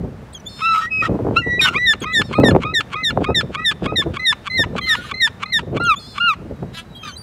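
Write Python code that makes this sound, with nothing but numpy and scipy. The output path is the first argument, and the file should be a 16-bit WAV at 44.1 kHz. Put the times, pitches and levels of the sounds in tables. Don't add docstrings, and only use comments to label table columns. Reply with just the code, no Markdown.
import sys
import numpy as np
from scipy import signal
from scipy.fft import rfft, irfft, next_fast_len
from scipy.io import wavfile
from scipy.ndimage import uniform_filter1d, map_coordinates

SR = 44100
rng = np.random.default_rng(int(sys.argv[2]) if len(sys.argv) > 2 else 0)


def boost(x):
    u = np.asarray(x, float) / 20
    return 10 ** u


def int16_out(signal):
    q = np.round(np.clip(np.atleast_2d(signal).T, -1, 1) * 32767)
    wavfile.write(sys.argv[1], SR, q.astype(np.int16))


N = 318402
TOP_HZ = 15780

# f/Hz, width/Hz, level/dB
THROAT = [(1200, 325, 6), (1550, 314, 4.5), (2300, 310, 3), (3085, 435, 0.5), (4300, 200, -6),
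          (7100, 2600, -20.5), (10300, 4300, -39)]
# grunt t/s, break t/s, snap t/s, held high tone level/dB, falling cry level/dB
YELPS = [(1.754, 1.86, 1.936, -15, -13), (2.041, 2.14, 2.218, -25, -16.5), (2.337, 2.436, 2.51, -53, -20.5),
         (2.635, 2.74, 2.808, -61, -16.5), (2.941, 3.037, 3.108, -28.5, -16),
         (3.245, 3.348, 3.411, -57, -14), (3.553, 3.651, 3.714, -29, -13.5), (3.861, 3.96, 4.024, -56, -14),
         (4.168, 4.256, 4.328, -22, -12.5), (4.475, 4.57, 4.64, -20, -17), (4.788, 4.884, 4.953, -25, -16),
         (5.115, 5.208, 5.276, -27.5, -14), (5.434, 5.525, 5.593, -38, -15.5)]


def unit(x):
    return x / np.sqrt(np.mean(np.abs(x) ** 2) + 1e-20)


def wobble(rate, size=N):
    knots = rng.standard_normal(int(size * rate / SR) + 4)
    return map_coordinates(knots, [np.arange(size) * rate / SR])


def filtered(x, response):
    m = next_fast_len(len(x) + 8192)
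    return irfft(rfft(x, m) * response(np.fft.rfftfreq(m, 1 / SR)), m)[:len(x)]


def coloured(points):
    hz, db = np.transpose(points)
    return unit(filtered(rng.standard_normal(N), lambda f: boost(np.interp(np.log(f + 1), np.log(hz), db))))


def resonances(modes):
    return lambda f: sum((-1) ** k * boost(db) * 1j * f * w / (c * c - f * f + 1j * f * w)
                         for k, (c, w, db) in enumerate(modes))


def span(rows, fade=0.0027):
    s, *cols = np.transpose(rows)
    where = slice(round((s[0] - fade) * SR), min(N, round((s[-1] + fade) * SR)))
    t = np.arange(where.start, where.stop) / SR
    edge = np.clip(np.minimum(t - t[0], s[-1] + fade - t) / (2 * fade), 0, 1)
    return where, edge, [np.interp(t, s, c) for c in cols]


def tones(notes, third_db, slope_db, open_db=0, lift_db=0, shake=np.zeros(N)):
    out, first = np.zeros(N, complex), np.zeros(N, complex)
    for rows in notes:
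        where, edge, (hz, one_db, two_db) = span(rows)
        size, shaken = len(hz), shake[where]
        wandering_hz = hz * (1 + (.002 + .045 * shaken) * wobble(300, size))
        turn = np.exp(2j * np.pi * np.cumsum(wandering_hz) / SR)
        bill = np.clip((1 - hz / hz.max()) / 0.061, 0, 1)
        loudest_db = np.maximum(one_db, two_db)
        top_db = loudest_db + third_db + open_db * bill
        odd_db = 2.6 * np.minimum(one_db - two_db + 16, 0)
        power = turn ** 2
        wave = boost(one_db) * turn + boost(two_db) * power
        for k in range(3, 13):
            power = power * turn
            partial_db = top_db + slope_db * 4.95 * np.log2(k / 3) + k % 2 * odd_db
            if k == 3:
                partial_db = partial_db + lift_db * (1 - .6 * bill)
            partial_db = partial_db + 3.0 * wobble(28.2, size)
            wave += (k * hz < TOP_HZ) * boost(partial_db) * power * np.exp(2j * np.pi * rng.random())
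        tremor = 1 + shaken * (wobble(260, size) + 1j * wobble(260, size)) + .04 * wobble(200, size)
        tremor += .3 * np.clip((-21 - loudest_db) / 8, 0, 1) * wobble(110, size)
        out[where] += np.sqrt(2) * edge * wave * tremor
        first[where] += edge * boost(one_db) * turn
    return out, first


def pulses(rate, irregular, size):
    count = int(size * rate / SR) + 1
    jitter = .6 * irregular ** 2 * rng.standard_normal(count)
    drift = .05 * irregular * wobble(SR / 8, count)
    at = np.cumsum(SR / rate * np.exp(jitter + drift))
    inside = at < size - 1
    strength = boost(3 * irregular * rng.standard_normal(count))
    train = np.bincount(at[inside].astype(int), strength[inside], size)
    return unit(train) + .5 * irregular ** 2 * rng.standard_normal(size)


def adult():
    # t/s, f/Hz, first partial level/dB, second partial level/dB
    lead_high = [
        [(0.625, 1932, -45.5, -37.5), (0.739, 1993, -43, -28)],
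        [(0.812, 1844, -33, -68.5), (0.864, 1882, -24.5, -60), (0.882, 1960, -28, -60), (0.9, 1960, -48, -70)],
        [(1.018, 1932, -27, -63), (1.048, 1812, -26, -67), (1.066, 1940, -24, -64)],
        [(1.418, 1960, -29, -62), (1.528, 1940, -17, -39), (1.594, 1960, -25, -37.5)],
        [(5.807, 1990, -30, -49), (5.829, 2030, -56.5, -34)],
    ]
    lead_low = [
        [(0.618, 1271, -21.5, -29.5), (0.666, 1342, -16.5, -18), (0.73, 1315, -14, -29),
         (0.79, 1299, -17.5, -53), (0.86, 1286, -30, -50)],
        [(0.895, 1290, -62, -48), (0.908, 1282, -55, -32), (0.918, 1279, -48, -20), (0.96, 1280, -42, -19),
         (0.998, 1272, -46, -19), (1.015, 1255, -50, -13), (1.026, 1215, -40, -24)],
        [(1.023, 1230, -19, -30), (1.038, 1350, -19, -40), (1.048, 1300, -30, -45), (1.056, 1300, -13, -35),
         (1.064, 1300, -28, -40), (1.082, 1200, -30, -50)],
        [(1.361, 1280, -25, -27), (1.37, 1334, -9.5, -11), (1.392, 1426, -20, -19), (1.43, 1310, -48, -36)],
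        [(1.595, 1253, -46, -9.5), (1.611, 1193, -43, -12.5)],
        [(1.615, 1550, -37, -57), (1.66, 1488, -16, -24), (1.675, 1440, -19, -18), (1.69, 1390, -24, -20),
         (1.703, 1385, -27, -40), (1.72, 1380, -34, -60), (1.74, 1400, -31, -70)],
        [(1.743, 1010, -36, -30), (1.755, 1110, -30, -24), (1.764, 1190, -24, -13), (1.775, 1240, -25, -18),
         (1.786, 1270, -30, -28)],
    ]
    croak_tones = [
        [(4.87, 1290, -36, -56), (4.95, 1270, -32.5, -55)],
        [(4.965, 1459, -36, -56), (5.0, 1430, -33, -55), (5.02, 1460, -40, -55), (5.06, 1560, -44, -60)],
        [(5.04, 1240, -42, -60), (5.052, 1220, -34, -55), (5.065, 1200, -42, -60)],
        [(7.03, 1290, -44, -40), (7.05, 1265, -36, -39), (7.085, 1180, -35, -43), (7.11, 1130, -48, -52)],
        [(7.08, 1560, -46, -60), (7.095, 1500, -40, -55), (7.12, 1400, -48, -60)],
    ]
    scream_rows = [(1.613, 1869, -25, -14.5), (1.65, 1830, -25, -15), (1.664, 1800, -28, -27)]
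    # f/Hz, level/dB per Hz
    breath_colour = [(700, -26), (1500, 3.5), (4000, -4), (9000, -12.5), (10500, -24), (13000, -16),
                     (16000, -18)]
    rasp, shake = rasps()
    yelp_high, yelp_low = yelps()
    high = tones(lead_high, third_db=-36, slope_db=-5, open_db=20)[0]
    high += tones(yelp_high, third_db=-39, slope_db=-3.5, open_db=22.5)[0]
    scream, scream_first = tones([scream_rows], third_db=-16.5, slope_db=-2, shake=.4 * shake)
    high += scream
    low, low_first = np.sum([
        tones(lead_low + croak_tones[:3], third_db=-22, slope_db=-4.2, open_db=2.5, shake=shake),
        tones(yelp_low, third_db=-19.5, slope_db=-7, shake=shake + .12),
        tones(mews(), third_db=-43, slope_db=-2.5, open_db=17, lift_db=24),
        tones(croak_tones[3:], third_db=-5, slope_db=-4.5, shake=shake)], axis=0)
    sum_and_difference = np.real(high * (boost(2) * low_first + boost(9) * np.conj(low_first)))
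    mixed = filtered(sum_and_difference, lambda hz: hz > 1000)
    beat = np.real(np.exp(1j * np.angle(scream_first * np.conj(low_first))))
    mixed += np.real(scream) * (boost(-9) * beat + boost(-15) * (2 * beat ** 2 - 1))
    voice = high + low
    breath = boost(-41) * np.abs(voice) * (1 + 11 * shake) * coloured(breath_colour)
    return np.real(voice) + mixed + rasp + breath


def yelps():
    # t/s, held f/Hz, first over second partial level/dB, ground notch level/dB, low tone level/dB
    posture_rows = [(1.86, 1992, 1, -1, -26.5), (2.14, 2010, 2.5, -1, -25), (2.5, 2040, 4.5, -1.5, -23),
                    (2.8, 2038, -1, -0.5, -24.5), (3.1, 2067, 1.5, -17, -27), (3.35, 2020, 1.1, -14, -27.5),
                    (3.65, 1976, 0.5, -10.5, -28), (4.0, 2035, -2, -13, -29), (4.3, 2067, -0.5, -7.5, -40),
                    (4.6, 2084, 3, -1.5, -52), (4.9, 2090, 2.1, -1.6, -45), (5.2, 2097, 0.9, -1.8, -47),
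                    (5.53, 2105, -0.5, -2, -42)]
    # share of fall, share of pitch drop, first partial level/dB, second level/dB, notch share
    fall_rows = [
        (0, 0.069, -5, -8.5, 0),
        (.25, 0.513, -2, -1, 0.71),
        (.55, 0.648, 1.5, -0.5, 0.78),
        (.8, .78, -1, -3, 0.41),
        (1, 0.98, -6.5, -14, 0),
    ]
    hold_after_s, catch_s, break_s, snap_early_s = .026, .012, 0.0092, 0.0048
    sag_hz, fall_end_hz, swell_db = 50, 1678, 7
    high, low = [], []
    s, *posture = np.transpose(posture_rows)
    for k, (grunt, brk, snap, held_db, cry_db) in enumerate(YELPS):
        hz, tilt_db, notch_db, low_db = (np.interp(brk, s, c) for c in posture)
        catch, soft_db = grunt + hold_after_s, held_db - swell_db
        catch_db = max(-50 + 4.2 * brk, soft_db)
        over_db = -25.5 + 5 * brk + 1.36 * notch_db
        hold = [(catch, hz - sag_hz, catch_db, catch_db - 3),
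                (catch + catch_s, hz - sag_hz, soft_db, soft_db + over_db),
                (brk - break_s, hz, held_db, held_db + over_db)]
        fall_s = snap - snap_early_s - brk
        fall = [(brk + u * fall_s, hz - drop * (hz - fall_end_hz),
                 cry_db + tilt_db + one + notch * notch_db, cry_db + two)
                for u, drop, one, two, notch in fall_rows]
        high.append(hold + fall)
        start, stop, second_db = grunt + .014, brk - .012, low_db - 4.5
        if k:
            low.append([(start, 1222, low_db - 3, second_db),
                        (start + .3 * (stop - start), 1250, low_db, second_db - 3.0),
                        (stop, 1290, low_db - 11, second_db - 9.5)])
    return high, low


def mews():
    # t/s, length/s, f/Hz, level/dB, swell/dB
    mew_events = [
        (5.8, 0.15, 1425, -12, -12.5),
        (6.2, 0.14, 1433, -16, 0.5),
    ]
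    # share of length, share of pitch, first partial level/dB, second partial level/dB, share of swell
    mew_shape = [
        (0, 0.92, -8, -17, 0.54),
        (.07, 0.98, -2, -5, 0.97),
        (.47, 0.99, -0.5, -2.5, 0.66),
        (.65, .93, 3, -1.5, 0.26),
        (.8, .86, -0.5, -4, 0),
        (1, .76, -11.5, -32, 0.14),
    ]
    return [[(s + u * length, hz * share, db + one + 0.56 * soft * swell_db, db + two + 1.7 * soft * swell_db)
             for u, share, one, two, soft in mew_shape]
            for s, length, hz, db, swell_db in mew_events]


def rasps():
    # t/s, level/dB
    rasp_rows = [
        [(0.735, -44), (0.748, -32), (0.8, -37), (0.847, -42), (0.875, -60)],
        [(1.015, -51), (1.055, -29), (1.085, -45)],
        [(1.608, -26), (1.62, -37), (1.645, -33), (1.662, -21)],
        [(1.655, -21), (1.688, -26), (1.705, -46), (1.735, -42), (1.75, -26)],
        [(4.86, -45), (4.89, -36), (4.97, -36), (5.0, -41), (5.05, -38), (5.09, -40), (5.125, -50)],
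        [(6.725, -52), (6.75, -38), (6.762, -42), (6.775, -31), (6.8, -33), (6.815, -43), (6.835, -54)],
        [(7.025, -50), (7.05, -42), (7.09, -42), (7.13, -50)],
    ]
    # pulse rate/Hz, irregularity [0-1], hollow throat share [0-1]
    rasp_kinds = [(330, .8, .1), (310, .7, .1), (308, .3, .3), (350, .8, .3), (360, .22, .8),
                  (337, .2, .75), (400, .7, .7)]
    # f/Hz, width/Hz, level/dB
    hollow_modes = [(1550, 550, 0), (3650, 800, 0), (5000, 600, -6), (6450, 600, -7), (8700, 900, -10),
                    (10300, 1000, -9), (14000, 2500, -15)]
    throat_wander = .07
    rasp, shake = np.zeros(N), np.zeros(N)
    for rows, (rate, irregular, hollow) in zip(rasp_rows, rasp_kinds):
        where, edge, (db,) = span(rows, fade=0.0074)
        size = len(db)
        slaps = pulses(rate, irregular, size)
        share = np.clip(hollow, 0, 1)

        def throat(f):
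            return (1 - share) * resonances(THROAT)(f) + share * 1.5 * resonances(hollow_modes)(f) ** 2

        mouth = np.clip(.5 + .5 * wobble(25, size), 0, 1)
        narrow = filtered(slaps, lambda f: throat(f * (1 + throat_wander)))
        wide = filtered(slaps, lambda f: throat(f * (1 - throat_wander)))
        voiced = (1.82 - .8 * share) * patchy(mouth * wide + (1 - mouth) * narrow)
        rasp[where] += edge * boost(db + 2.2 * wobble(60, size)) * voiced
        shake[where] += 0.38 * edge * irregular
    return rasp, shake


def patchy(x):
    z = signal.stft(x, nperseg=256)[2]
    field = uniform_filter1d(rng.standard_normal(z.shape), size=4, axis=0)
    field = uniform_filter1d(field, size=7, axis=1)
    return unit(signal.istft(z * boost(2.5 * unit(field)), nperseg=256)[1][:len(x)])


def grunts():
    # peak t/s, level/dB
    other_openers = [
        (0.608, -32),
        (1.362, -32.5),
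        (5.775, -25.5),
        (6.181, -21.5),
    ]
    # peak t/s, level/dB
    mew_closers = [
        (5.942, -32),
        (6.337, -30),
    ]
    # opening level/dB, closing level/dB
    yelp_grunts = [(-24, -20), (-24, -20), (-23, -20), (-23, -20), (-23, -20), (-23, -20), (-23, -21),
                   (-23, -20), (-23, -20), (-23, -20), (-23, -20), (-23, -20), (-23, -20)]
    # t/s, f/Hz
    closing_blip = [
        (3.45, 1400),
        (4.3, 960),
    ]
    opening_blip = [(2, 1070), (4.5, 1150)]  # t/s, f/Hz
    openers = other_openers + [(row[0], db[0]) for row, db in zip(YELPS, yelp_grunts)]
    closers = mew_closers + [(row[2], db[1]) for row, db in zip(YELPS, yelp_grunts)]
    out, t = np.zeros(N), np.arange(-3000, 3000) / SR
    # events, rise/s, fall/s, slap rate/Hz, blip level/dB, blip t/s, blip pitch
    kinds = ((openers, .012, .003, 250, -4, .004, opening_blip),
             (closers, .003, .006, 420, -9, .001, closing_blip))
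    for events, rise, fall, rate, blip_db, blip_s, blip_hz in kinds:
        for s, db in events:
            lumps = boost(4 * wobble(130, len(t)))
            shape = np.exp(np.where(t < 0, t / rise, -t / fall)) * lumps
            stretch = np.exp(.06 * rng.standard_normal(2))
            burst = filtered(shape * pulses(rate * stretch[0], .4, len(t)),
                             lambda f: resonances(THROAT)(f * stretch[1]) * (f > 800))
            turn = 2 * np.pi * np.interp(s, *np.transpose(blip_hz)) * stretch[1] ** .2 * t
            blip = np.sin(turn) + 0.64 * np.sin(2 * turn) + 0.4 * np.sin(3 * turn)
            blip = blip * np.exp(-((t - blip_s) / 0.0047) ** 2)
            out[round(s * SR) - 3000:][:len(t)] += boost(db + 8.0) * (burst + boost(blip_db) * blip)
    return out


def young():
    # t/s after its start, f/Hz, first partial level/dB, second partial level/dB
    flourish = [
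        [(0, 3510, -49, -66), (.007, 4000, -43, -31.5), (.016, 4900, -49, -46)],
        [(.014, 3400, -46, -64), (.024, 3330, -27, -32.5), (.037, 3200, -31.5, -36.5), (.052, 3030, -44, -40)],
        [(.128, 3300, -41, -44), (.14, 3480, -27, -35), (.162, 3620, -31, -53)],
    ]
    # t/s, level/dB
    peep_starts = [
        (.328, -3.5),
        (1.998, -3.5),
        (5.831, -2),
    ]
    # t/s, f/Hz, first partial level/dB, second partial level/dB
    whistles = [
        [(0.399, 2943, -57, -44), (0.408, 2970, -60, -48)],
        [(4.735, 4000, -66, -72), (4.78, 3978, -40, -72)],
        [(4.8, 3250, -50, -71), (4.842, 3160, -32, -53), (4.89, 2960, -56, -63)],
        [(6.55, 3830, -66, -86), (6.88, 3950, -64, -86), (6.93, 3880, -55, -75), (6.95, 3800, -50, -66),
         (6.978, 3980, -46, -62), (6.99, 3850, -54, -70)],
        [(6.96, 4500, -62, -75), (6.978, 4700, -55, -72), (6.988, 4650, -62, -75)],
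        [(6.02, 4520, -52, -70), (6.04, 4450, -48, -68), (6.085, 4760, -50, -68), (6.14, 4330, -50, -68),
         (6.17, 4450, -54, -70)],
        [(6.95, 3276, -42, -85), (7.02, 3200, -40, -64), (7.05, 3130, -46, -44), (7.11, 3080, -45, -49),
         (7.145, 3110, -46, -47), (7.16, 3250, -54, -50)],
        [(7.158, 3930, -41, -61), (7.173, 4070, -31.5, -47)],
        [(7.175, 4660, -41, -44.5), (7.22, 4650, -41, -50)],
    ]
    # t/s, f/Hz, level/dB
    wheeze_left = [
        [(.49, 3620, -41.5), (.66, 3610, -31.5)],
        [(2.215, 3550, -48), (2.26, 3770, -38.5), (2.325, 3300, -55)],
        [(5.995, 3430, -40), (6.055, 3380, -38), (6.09, 3650, -40.5), (6.13, 3480, -40.5), (6.18, 3500, -42),
         (6.27, 3430, -55)],
    ]
    wheeze_right = [
        [(0.485, 4440, -39), (0.509, 4300, -43), (0.63, 4200, -46)],
        [(2.155, 4300, -33), (2.217, 4690, -56), (2.325, 4060, -50)],
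        [(2.34, 4192, -40), (2.44, 4180, -47)],
        [(5.99, 4420, -38), (6.02, 4210, -41), (6.2, 4080, -45.5)],
    ]
    # f/Hz, level/dB per Hz
    wheeze_air = [(1500, -22), (3000, -8), (4600, 0), (6000, -8), (10000, -12), (16000, -22)]
    peeps = [[(s + dt, hz, a + db, b + db) for dt, hz, a, b in part]
             for s, db in peep_starts for part in flourish]
    out = np.real(tones(peeps + whistles, third_db=-26, slope_db=-0.5)[0])
    hiss = coloured(wheeze_air)
    # multiple of the pitch, level/dB
    sides = ((wheeze_left, [(1, -7.5), (1.45, -9), (2, -20), (2.5, -26)]),
             (wheeze_right, [(1, -2.5), (2, -18.5)]))
    for notes, orders in sides:
        for rows in notes:
            where, edge, (hz, db) = span(rows)
            size = len(hz)
            phase = 2 * np.pi * np.cumsum(hz * (1 + 0.0076 * wobble(120, size))) / SR
            for k, g in orders:
                level = boost(db + g + 1.6 * wobble(76, size))
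                out[where] += np.sqrt(2) * edge * level * np.sin(k * phase)
            out[where] += edge * boost(db - 19) * hiss[where]
    return out


def wind():
    # peak t/s, level/dB, time to rise 23.55 dB/s, time to fall 23.55 dB/s
    gusts = [(0.0, -16.5, .1, 0.2), (1.12, -17.5, 0.1844, 1.0), (2.21, -21.5, 0.2, 0.15),
             (2.4, -9.5, 0, 0.32), (2.55, -7.5, 0.25, 0.0842), (3.182, -18, 0.16, 0.56),
             (3.861, -20, .13, 0.25), (4.062, -14, 0.08, 0.11), (4.599, -18.5, 0.05, 0.14),
             (4.72, -31, 0.3, 0.77), (5.748, -18, 0.22, 0.2058), (6.502, -26.5, 0.21, 0.13),
             (6.638, -20.5, 0.06, 0.09)]
    # f/Hz, level/dB per Hz
    rumble_colour = [(20, -42), (40, 3.5), (70, 9), (150, 9), (250, 3.5), (500, -57.5)]
    flutter_colour = [(35, -26), (70, -5), (130, 0), (280, -2), (500, -5), (900, -21), (1600, -38),
                      (3500, -70)]
    # t/s, peak level/dB, length/s
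    bursts = [(1.013, -24, 0.018), (1.079, -15, 0.018), (1.092, -7, 0.018), (1.109, -14, 0.018),
              (1.139, -8, 0.018), (1.154, -10, 0.018), (1.194, -12, 0.018), (1.249, -14, 0.018),
              (1.267, -8, 0.018), (1.284, -11, 0.018), (1.31, -10, 0.018), (1.324, -13, 0.018),
              (1.464, -13, 0.018), (1.535, -20, 0.018), (1.579, -19, 0.018), (1.702, -20, 0.018),
              (1.752, -17, 0.018), (1.944, -21, 0.018), (2.017, -15, 0.018), (2.197, -14, 0.018),
              (2.311, -16, 0.018), (2.383, 0, 0.018), (2.409, -7, 0.018), (2.433, 0, 0.018),
              (2.459, -5, 0.018), (2.483, -3, 0.018), (2.514, -4, 0.018), (2.553, -2, 0.018),
              (2.646, -18, 0.018), (2.725, -20, 0.018), (2.794, -21, 0.018), (2.944, -23, 0.018),
              (3.124, -20, 0.018), (3.176, -5, 0.018), (3.207, -8, 0.018), (3.288, -4, 0.018),
              (3.304, -7, 0.018), (3.372, -22, 0.018), (3.432, -16, 0.018), (3.495, -21, 0.018),
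              (3.821, -12, 0.018), (3.857, -13, 0.018), (3.92, -11, 0.018), (3.986, -17, 0.018),
              (4.06, -10, 0.018), (4.137, -22, 0.018), (4.592, -11, 0.018), (4.659, -17, 0.018),
              (4.727, -16, 0.018), (4.753, -14, 0.018), (4.983, -26, 0.018), (5.122, -23, 0.018),
              (5.627, -23, 0.018), (5.671, -17, 0.018), (5.726, -13, 0.018), (5.759, -14, 0.018),
              (5.802, -12, 0.018), (6.452, -23, 0.018), (6.51, -21, 0.018), (6.626, -16, 0.018)]
    # t/s, peak level/dB
    pops = [(1.043, -30.5), (1.094, -15), (1.153, -22), (1.19, -20), (1.248, -21), (1.268, -13.5),
            (1.287, -19), (1.31, -16.5), (1.469, -28), (2.198, -26), (2.313, -24), (2.354, -27.5),
            (2.387, -6.5), (2.437, -1.5), (2.458, -10), (2.485, -6), (2.55, -4), (2.563, -4), (3.174, -6.5),
            (3.22, -15), (3.288, -13), (3.304, -13), (3.822, -19), (3.923, -17), (4.593, -24), (4.753, -19),
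            (5.802, -16), (6.628, -25.5)]
    # t/s, peak level/dB
    snaps = [
        (1.268, -27),
        (2.437, -17),
        (2.563, -14),
        (3.174, -28),
    ]
    calm_db = -43
    t = np.arange(N) / SR
    power = boost(2 * calm_db)
    for s, db, rise, fall in gusts:
        with np.errstate(divide="ignore", invalid="ignore"):
            away = np.where(t < s, (s - t) / rise, (t - s) / fall)
        power = power + boost(2 * db - 47.1 * away)
    gust_db = 10 * np.log10(power)
    lumps = wobble(25) + wobble(70)

    def steady(x, size=7000):
        return x / np.sqrt(np.abs(uniform_filter1d(x ** 2, size=size)))

    out = boost(-14.0 + 0.63 * gust_db) * steady(boost(1.55 * lumps) * coloured(rumble_colour))
    flutter = coloured(flutter_colour)
    out += boost(-9.5 + .9 * gust_db) * steady(boost(4 * lumps) * flutter)
    packets = np.zeros(N)
    rise_s, fall_s, hold_share = .0015, .007, .7
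    for s, db, length in bursts:
        near = slice(round((s - .02) * SR), round((s + .12) * SR))
        after = t[near] - s
        slope = np.minimum(after / rise_s, (hold_share * length - after) / fall_s)
        packets[near] += boost(2 * db) * np.exp(2 * np.minimum(0, slope))
    out += boost(-11.5) * np.sqrt(packets) * steady(flutter, size=600)
    u = t[:SR // 20]
    for s, db in pops:
        sweep_hz = 170 + 1000 * np.exp(rng.normal(0, 0.22) - u / 0.002845)
        puff = (1 - np.exp(-u / .0006)) * np.exp(-u / .006)
        out[round(s * SR):][:len(u)] += boost(db + 3.5) * np.sin(2 * np.pi * np.cumsum(sweep_hz) / SR) * puff
    for s, db in snaps:
        click = (1 - np.exp(-u / .00008)) * (1 - u / .0004) * np.exp(-u / .0003)
        out[round(s * SR):][:len(u)] += boost(db) * click
    return out


def walls(x):
    t = np.arange(SR // 2) / SR
    tail = rng.standard_normal(len(t)) * boost(-60 * t / .5) * (t > .03)
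    return signal.fftconvolve(x, tail / np.linalg.norm(tail))[:N]


def far_air(birds):
    # f/Hz, level/dB per Hz
    air_colour = [(180, -8), (300, -12.5), (631, -12), (1870, -20.5), (2320, -25), (3940, -32),
                  (4280, -32.5), (15500, -49)]
    loudness = np.sqrt(np.abs(uniform_filter1d(birds ** 2, size=1500)))
    return boost(-44.5 + 1.0 * wobble(3.35)) * coloured(air_colour) / (1 + 12 * loudness)


def scene():
    birds = adult() + grunts() + young()
    return (birds + boost(-33.5) * walls(birds) + wind() + far_air(birds))[None]


def band_limit(x):
    return signal.sosfilt(signal.butter(12, 15750, fs=SR, output="sos"), x)


def record(dry):
    x = signal.sosfilt(signal.butter(N=3, Wn=45 / (SR / 2), btype="high", output="sos"), dry[0])
    x = x / (1 + np.abs(x / .95) ** 6) ** (1 / 6)
    mix = filtered(x, lambda hz: hz < TOP_HZ)[None]
    return band_limit(mix)


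dry = scene()
out = record(dry)
int16_out(out)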